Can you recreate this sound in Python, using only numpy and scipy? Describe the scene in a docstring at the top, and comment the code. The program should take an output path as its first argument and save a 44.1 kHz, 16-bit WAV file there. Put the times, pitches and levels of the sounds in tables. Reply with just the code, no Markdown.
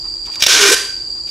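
"""A tiled yard with a chorus of insects lies under the whole scene; a hand brushes a handheld tape dispenser.
The roll of packing tape creaks above a cardboard box, then breaks loose in a few snaps: short runs of slip clicks.
It peels in one loud stick-slip rasp, three noise bands with their own levels, and rings the dispenser's frame.
Meanwhile the stretched film drones, an oscillator that gives way to flutter, and the microphone overloads a little.
The walls ring briefly as decaying noise; a soft brush follows and a faint rustle comes last."""
import sys
import numpy as np
from scipy import signal
from scipy.fft import rfft, irfft
from scipy.io import wavfile

SR = 44100
rng = np.random.default_rng(int(sys.argv[2]) if len(sys.argv) > 2 else 0)


def waveform_to_disk(signal):
    """Save audio, clipped to [-1, 1], as 16-bit WAV at the path in sys.argv[1]."""
    frames = np.transpose(np.atleast_2d(signal))
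    scaled = np.clip(frames, -1, 1) * 32767
    samples = np.round(scaled).astype(np.int16)
    wavfile.write(sys.argv[1], SR, samples)


N = 57330  # length in samples, 1.3 s
T, HZ = np.arange(N) / SR, np.fft.rfftfreq(N, 1 / SR)


def amp(db):
    """Decibels to gain."""
    return 10 ** (np.asarray(db) / 20)


def unit(x):
    """Scales to rms 1."""
    return x / np.sqrt(np.mean(x ** 2) + 1e-20)


def read(points, hz):
    """Reads a table on a log-frequency axis."""
    f, value = np.transpose(points)
    return np.interp(np.log(hz + 1), np.log(f), value)


def colour(x, points):
    """Shapes a signal's spectrum by a table, at rms 1."""
    return unit(irfft(rfft(x) * amp(read(points, HZ)), N))


def drift(hz):
    """Random movement at rms 1, fading out above about the given rate."""
    return unit(irfft(rfft(rng.standard_normal(N)) * np.exp(-(HZ / hz) ** 2), N))


def pair(a, b, same):
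    """Two channels of a given likeness from two unrelated signals."""
    same = np.clip(same, -1, 1)
    mid = rfft(a) * np.sqrt((1 + same) / 2)
    side = rfft(b) * np.sqrt((1 - same) / 2)
    return irfft(np.array([mid + side, mid - side]), N)


def gate(start, end, rise, fall):
    """Linear attack, hold and exponential release, all in seconds."""
    attack = np.clip((T - start) / rise, 0, 1)
    return attack * np.exp(-np.maximum(T - end, 0) / fall)


# stereo likeness of tape and air: (frequency [Hz], left-right likeness [0-1])
STEREO_LIKENESS = [(100, 0.96), (500, 1), (3000, .99), (6000, 0.94), (9000, 0.82), (14000, 0.69)]
SLIPS_PER_S, SLIP_JITTER = 620, .35  # centre rate [1/s] and its random spread [natural log]
SLIP_SPREAD_DB, SLIP_DECAY_S = 1.5, 0.00059
FIZZ = 0.34  # steady noise between slips, against burst envelope rms 1


def slips():
    """The glue sticks and slips unevenly; each slip is a click and a tiny burst of fizz."""
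    rate = SLIPS_PER_S * np.exp(SLIP_JITTER * drift(250))
    turns = np.cumsum(rate) / SR
    onsets = np.diff(np.floor(turns), prepend=0) > 0
    clicks = onsets * amp(SLIP_SPREAD_DB * np.clip(rng.standard_normal(N), -2, 2))
    decay = np.exp(-1 / (SLIP_DECAY_S * SR))
    envelope = unit(signal.lfilter([1], [1, -decay], clicks)) + FIZZ
    mid_fizz, side_fizz = envelope * rng.standard_normal((2, N))
    mid = unit(mid_fizz) + 0.57 * unit(clicks)
    return pair(mid, 1.24 * unit(side_fizz), read(STEREO_LIKENESS, HZ))


# the long pull, levels before the trims:
# (time [s], body level [dB], low rasp level [dB], treble level [dB])
PULL = [(0.478, -31, -21, -44), (0.484, -12, -14, -23.5), (0.52, -9.5, -13, -26.5),
        (0.528, -12, -14.5, -23.5), (0.542, -9.5, -17.5, -28), (0.57, -13, -11, -26.5),
        (0.696, -12, -11.5, -21.5), (0.746, -13, -15, -20.5)]
# spectrum of the rasp before its bands are levelled: (frequency [Hz], level [dB])
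RASP_COLOUR = [(120, -41), (200, -26.5), (293, -19.5), (399, -8.5), (564, -19), (755, -13.5), (890, -24),
               (1030, -11), (1330, -11), (1540, -3), (1840, -7.5), (2420, -7.5), (2600, -10), (3180, -7),
               (4920, -11.5), (5300, -7), (5910, -8.5), (12000, -22), (15500, -42)]
LOW_TRIM_DB, BODY_TRIM_DB, TREBLE_TRIM_DB = -3.5, -1, 2.5
LOW_HZ, TREBLE_HZ = 2950, 7110  # band crossovers
EDGE_S = 0.0033  # attack of pull and film


def peel():
    """The peeling glue rasps by stick-slip, its low part, body and treble each on their own level."""
    time, body_db, low_db, treble_db = np.transpose(PULL)
    spectrum = rfft(colour(slips(), RASP_COLOUR))
    low = 1 / (1 + (HZ / LOW_HZ) ** 10)
    treble = 1 - 1 / (1 + (HZ / TREBLE_HZ) ** 10)
    bands = [(low, low_db + LOW_TRIM_DB),
             (1 - low - treble, body_db + BODY_TRIM_DB),
             (treble, treble_db + TREBLE_TRIM_DB)]
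    rasp = 0
    for band, db in bands:
        rasp = rasp + unit(irfft(spectrum * band, N)) * amp(np.interp(T, time, db))
    return rasp * gate(time[0] - EDGE_S, time[-1], EDGE_S, EDGE_S / 2)


# the tape breaking loose: (time [s], length [s], level [dB])
SNAPS = [(0.4225, .002, 0), (0.4263, 0.0031, -5.5), (0.432, 0.0065, -16), (0.4359, 0.0031, -6),
         (0.4409, 0.0047, -11), (0.4477, .002, -16), (0.4633, 0.0057, -5)]
# the roll creaking before the pull, and one faint late rustle: (time [s], length [s], level [dB])
CREAKS = [(0.254, 0.019, -37.5), (0.314, 0.015, -38), (0.334, 0.0088, -36), (0.344, 0.006, -36),
          (0.355, 0.005, -27.5), (0.396, 0.011, -30.5), (.405, 0.015, -27), (1.269, .028, -39)]
# spectrum of snaps, creaks and rustle: (frequency [Hz], level [dB])
SNAP_COLOUR = [(59, -86), (100, -55), (293, -38), (508, -19), (576, -6), (956, -33), (1130, -16.5),
               (1590, -8.5), (2420, -2.5), (2930, -3), (3540, 2), (4660, -7.5), (5510, 3), (6530, -6),
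               (15500, -25.5)]


def snaps():
    """Short runs of slips as the roll creaks and gives way, and for the late rustle."""
    level = np.zeros(N)
    for start, length, db in SNAPS:
        level += amp(db) * gate(start, start + length, 0.0005, 0.0013)
    for start, length, db in CREAKS:
        level += amp(db) * gate(start, start + length, 0.0013, 0.0028)
    return level * colour(slips(), SNAP_COLOUR)


# the stretched film: (time [s], pitch [Hz], level [dB], roughness [0-1])
FILM = [(.48, 501, -38, 0.5), (.555, 450.2, -34, 0.6), (.59, 432.5, -29, 0.3), (.625, 401.3, -21, 0),
        (.655, 403.8, -16.5, 0.2), (.681, 390.6, -18, 0.07), (.695, 394.7, -22, 0.83),
        (.715, 419, -15.5, 0.93), (.745, 441, -22.5, 0.84)]
FLUTTER_HZ, OCTAVE_DB = 117, -18  # flutter rate; octave against fundamental


def film():
    """The free length of tape sinks in pitch, locks into a clean drone, then flutters as it rises."""
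    time, *columns = np.transpose(FILM)
    hz, db, rough = (np.interp(T, time, column) for column in columns)
    phase, rough = 2 * np.pi * np.cumsum(hz) / SR, np.clip(rough, 0, 1)
    flutter = drift(FLUTTER_HZ) * np.cos(phase) + drift(FLUTTER_HZ) * np.sin(phase)
    clean = np.sqrt(2) * (np.sin(phase) + amp(OCTAVE_DB) * np.sin(2 * phase))
    drone = np.sqrt(1 - rough ** 2) * clean + rough * flutter  # equal-power blend
    return amp(db) * drone * gate(time[0], time[-1], EDGE_S, EDGE_S)


# modes of the dispenser's frame and blade, relative levels:
# (frequency [Hz], level [dB], time to fall 60 dB [s])
FRAME_MODES = [(1491, -12, 0.28), (1519, -4, 0.26), (1559, -1, 0.44), (1040, -9, 0.44), (1980, -22, .3),
               (2412, -5, 0.28), (2884, -3.5, 0.25)]
FRAME_GAIN = 0.5 * amp(-18)


def frame(x):
    """The rasp rings the dispenser's decaying modes, more as the tape tightens."""
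    ring = np.zeros(N)
    for hz, db, t60 in FRAME_MODES:
        ring += amp(db - 60 * T / t60) * np.sin(2 * np.pi * hz * T)
    tension = np.interp(T, [.5, .66], [.2, 1])
    drive = x.mean(0) * tension
    return FRAME_GAIN * signal.fftconvolve(drive, ring / np.linalg.norm(ring))[:N]


# decay of the walls: (frequency [Hz], time to fall 60 dB [s])
WALL_DECAY = [(200, 0.35), (500, 0.42), (1500, 0.5), (4000, 0.49), (8000, 0.49), (15000, 0.33)]
WALL_DB, NEAR_DB = -9, -7.5
WALL_DELAY_S, WALL_WIDTH = 0.019, 0.13  # silence, then equally long fade-in; share of side signal


def room(x):
    """A few near reflections from box and floor, then the walls as noise decaying by frequency."""
    f, t, z = signal.stft(rng.standard_normal((2, N)), SR, nperseg=256)
    decay = amp(-60 * t / read(WALL_DECAY, f)[:, None])
    mid, side = signal.istft(z * decay, SR, nperseg=256)[1][:, :N]
    tail = np.array([mid + WALL_WIDTH * side, mid - WALL_WIDTH * side])
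    tail = tail * np.clip(T / WALL_DELAY_S - 1, 0, 1)
    near = np.zeros(N)
    # six echoes of random polarity, 0.7 to 7 ms late
    near[rng.integers(30, 300, size=6)] = rng.choice([-1, 1], size=6) / np.sqrt(6)
    response = amp(WALL_DB) * tail / np.linalg.norm(tail[0]) + amp(NEAR_DB) * near
    return signal.fftconvolve(x, response, axes=1)[:, :N]


# soft brushes of the hand: (time [s], length [s], level [dB])
BRUSHES = [(0.037, 0.043, -43.5), (0.258, 0.06, -38.5), (0.325, 0.13, -40.5), (1.141, 0.072, -49.5)]
# spectrum of the brushes: (frequency [Hz], level [dB])
BRUSH_COLOUR = [(100, -14), (300, 4), (600, -3), (1000, 9), (1600, -4.5), (4000, -4.5), (12000, -38)]


def brushes():
    """The hand brushes over the dispenser: coloured noise in half-sine swells."""
    level = np.zeros(N)
    for start, length, db in BRUSHES:
        level += amp(db) * np.sin(np.pi * np.clip((T - start) / length, 0, 1))
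    return level * colour(rng.standard_normal(N), BRUSH_COLOUR)


# insect bands: (frequency [Hz], full width at half power [Hz], level [dB])
INSECTS = [(4724, 193, -25), (4690, 390, -41.5), (7480, 820, -46.5), (5500, 460, -54.5), (10300, 450, -64)]
INSECT_LIKENESS = 0.76  # left-right


def insects():
    """Narrow noise bands shimmer like many insects trilling near one pitch; fainter ones sing higher."""
    out = 0
    for hz, width, db in INSECTS:
        band = .5 ** (2 * ((HZ - hz) / width) ** 2)
        voices = irfft(rfft(rng.standard_normal((2, N))) * band, N)
        out = out + amp(db) * unit(pair(*voices, INSECT_LIKENESS))
    return out


# spectrum of the yard's air, before its overall level: (frequency [Hz], level [dB])
AIR_COLOUR = [(20, -10.5), (42, 8), (85, -6), (170, -12), (330, -8.5), (520, -14.5), (950, -15),
              (1500, -22.5), (2800, -24), (4000, -19), (6500, -20), (9000, -30), (12000, -33), (15500, -47)]
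# hum tones: (frequency [Hz], level [dB])
HUM = [(118, -56), (344.5, -51.5), (549, -62)]
AIR_DB, AIR_DRIFT_DB = -43, .8


def yard():
    """Low rumble and distant wash from coloured noise, and a faint hum of sines wavering in phase."""
    noise = pair(*rng.standard_normal((2, N)), read(STEREO_LIKENESS, HZ) - .05)
    out = colour(noise, AIR_COLOUR) * amp(AIR_DB + AIR_DRIFT_DB * drift(20))
    for hz, db in HUM:
        out = out + amp(db) * np.sqrt(2) * np.sin(2 * np.pi * hz * T + 0.44 * drift(2.4))
    return out


# stereo balance: (frequency [Hz], left minus right [dB])
LEAN = [(100, -2.5), (2500, -2), (5000, -1.2), (9000, 0), (14000, 3.5)]


def scene():
    """Tape and its reflections over the yard, leaning a little right, but left in the top treble."""
    rasp, drone = peel() + snaps(), film()
    tape = rasp + frame(rasp)
    mix = tape + drone + room(tape + 0.57 * drone) + brushes() + insects() + yard()
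    balance = amp(np.array([[.5], [-.5]]) * read(LEAN, HZ))
    return irfft(rfft(mix) * balance, N)


CEILING, KNEE = 1.07, 5.2  # overload limit [amplitude]; higher knee bends more sharply
CUT_HZ = 15700


def record(dry):
    """The close microphone overloads softly, then a low-pass limits the band."""
    clipped = dry / (1 + abs(dry / CEILING) ** KNEE) ** (1 / KNEE)
    lowpass = signal.firwin(255, CUT_HZ, window=("kaiser", 8), fs=SR)
    return signal.oaconvolve(clipped, lowpass[None], "same")


dry = scene()
out = record(dry)
waveform_to_disk(out)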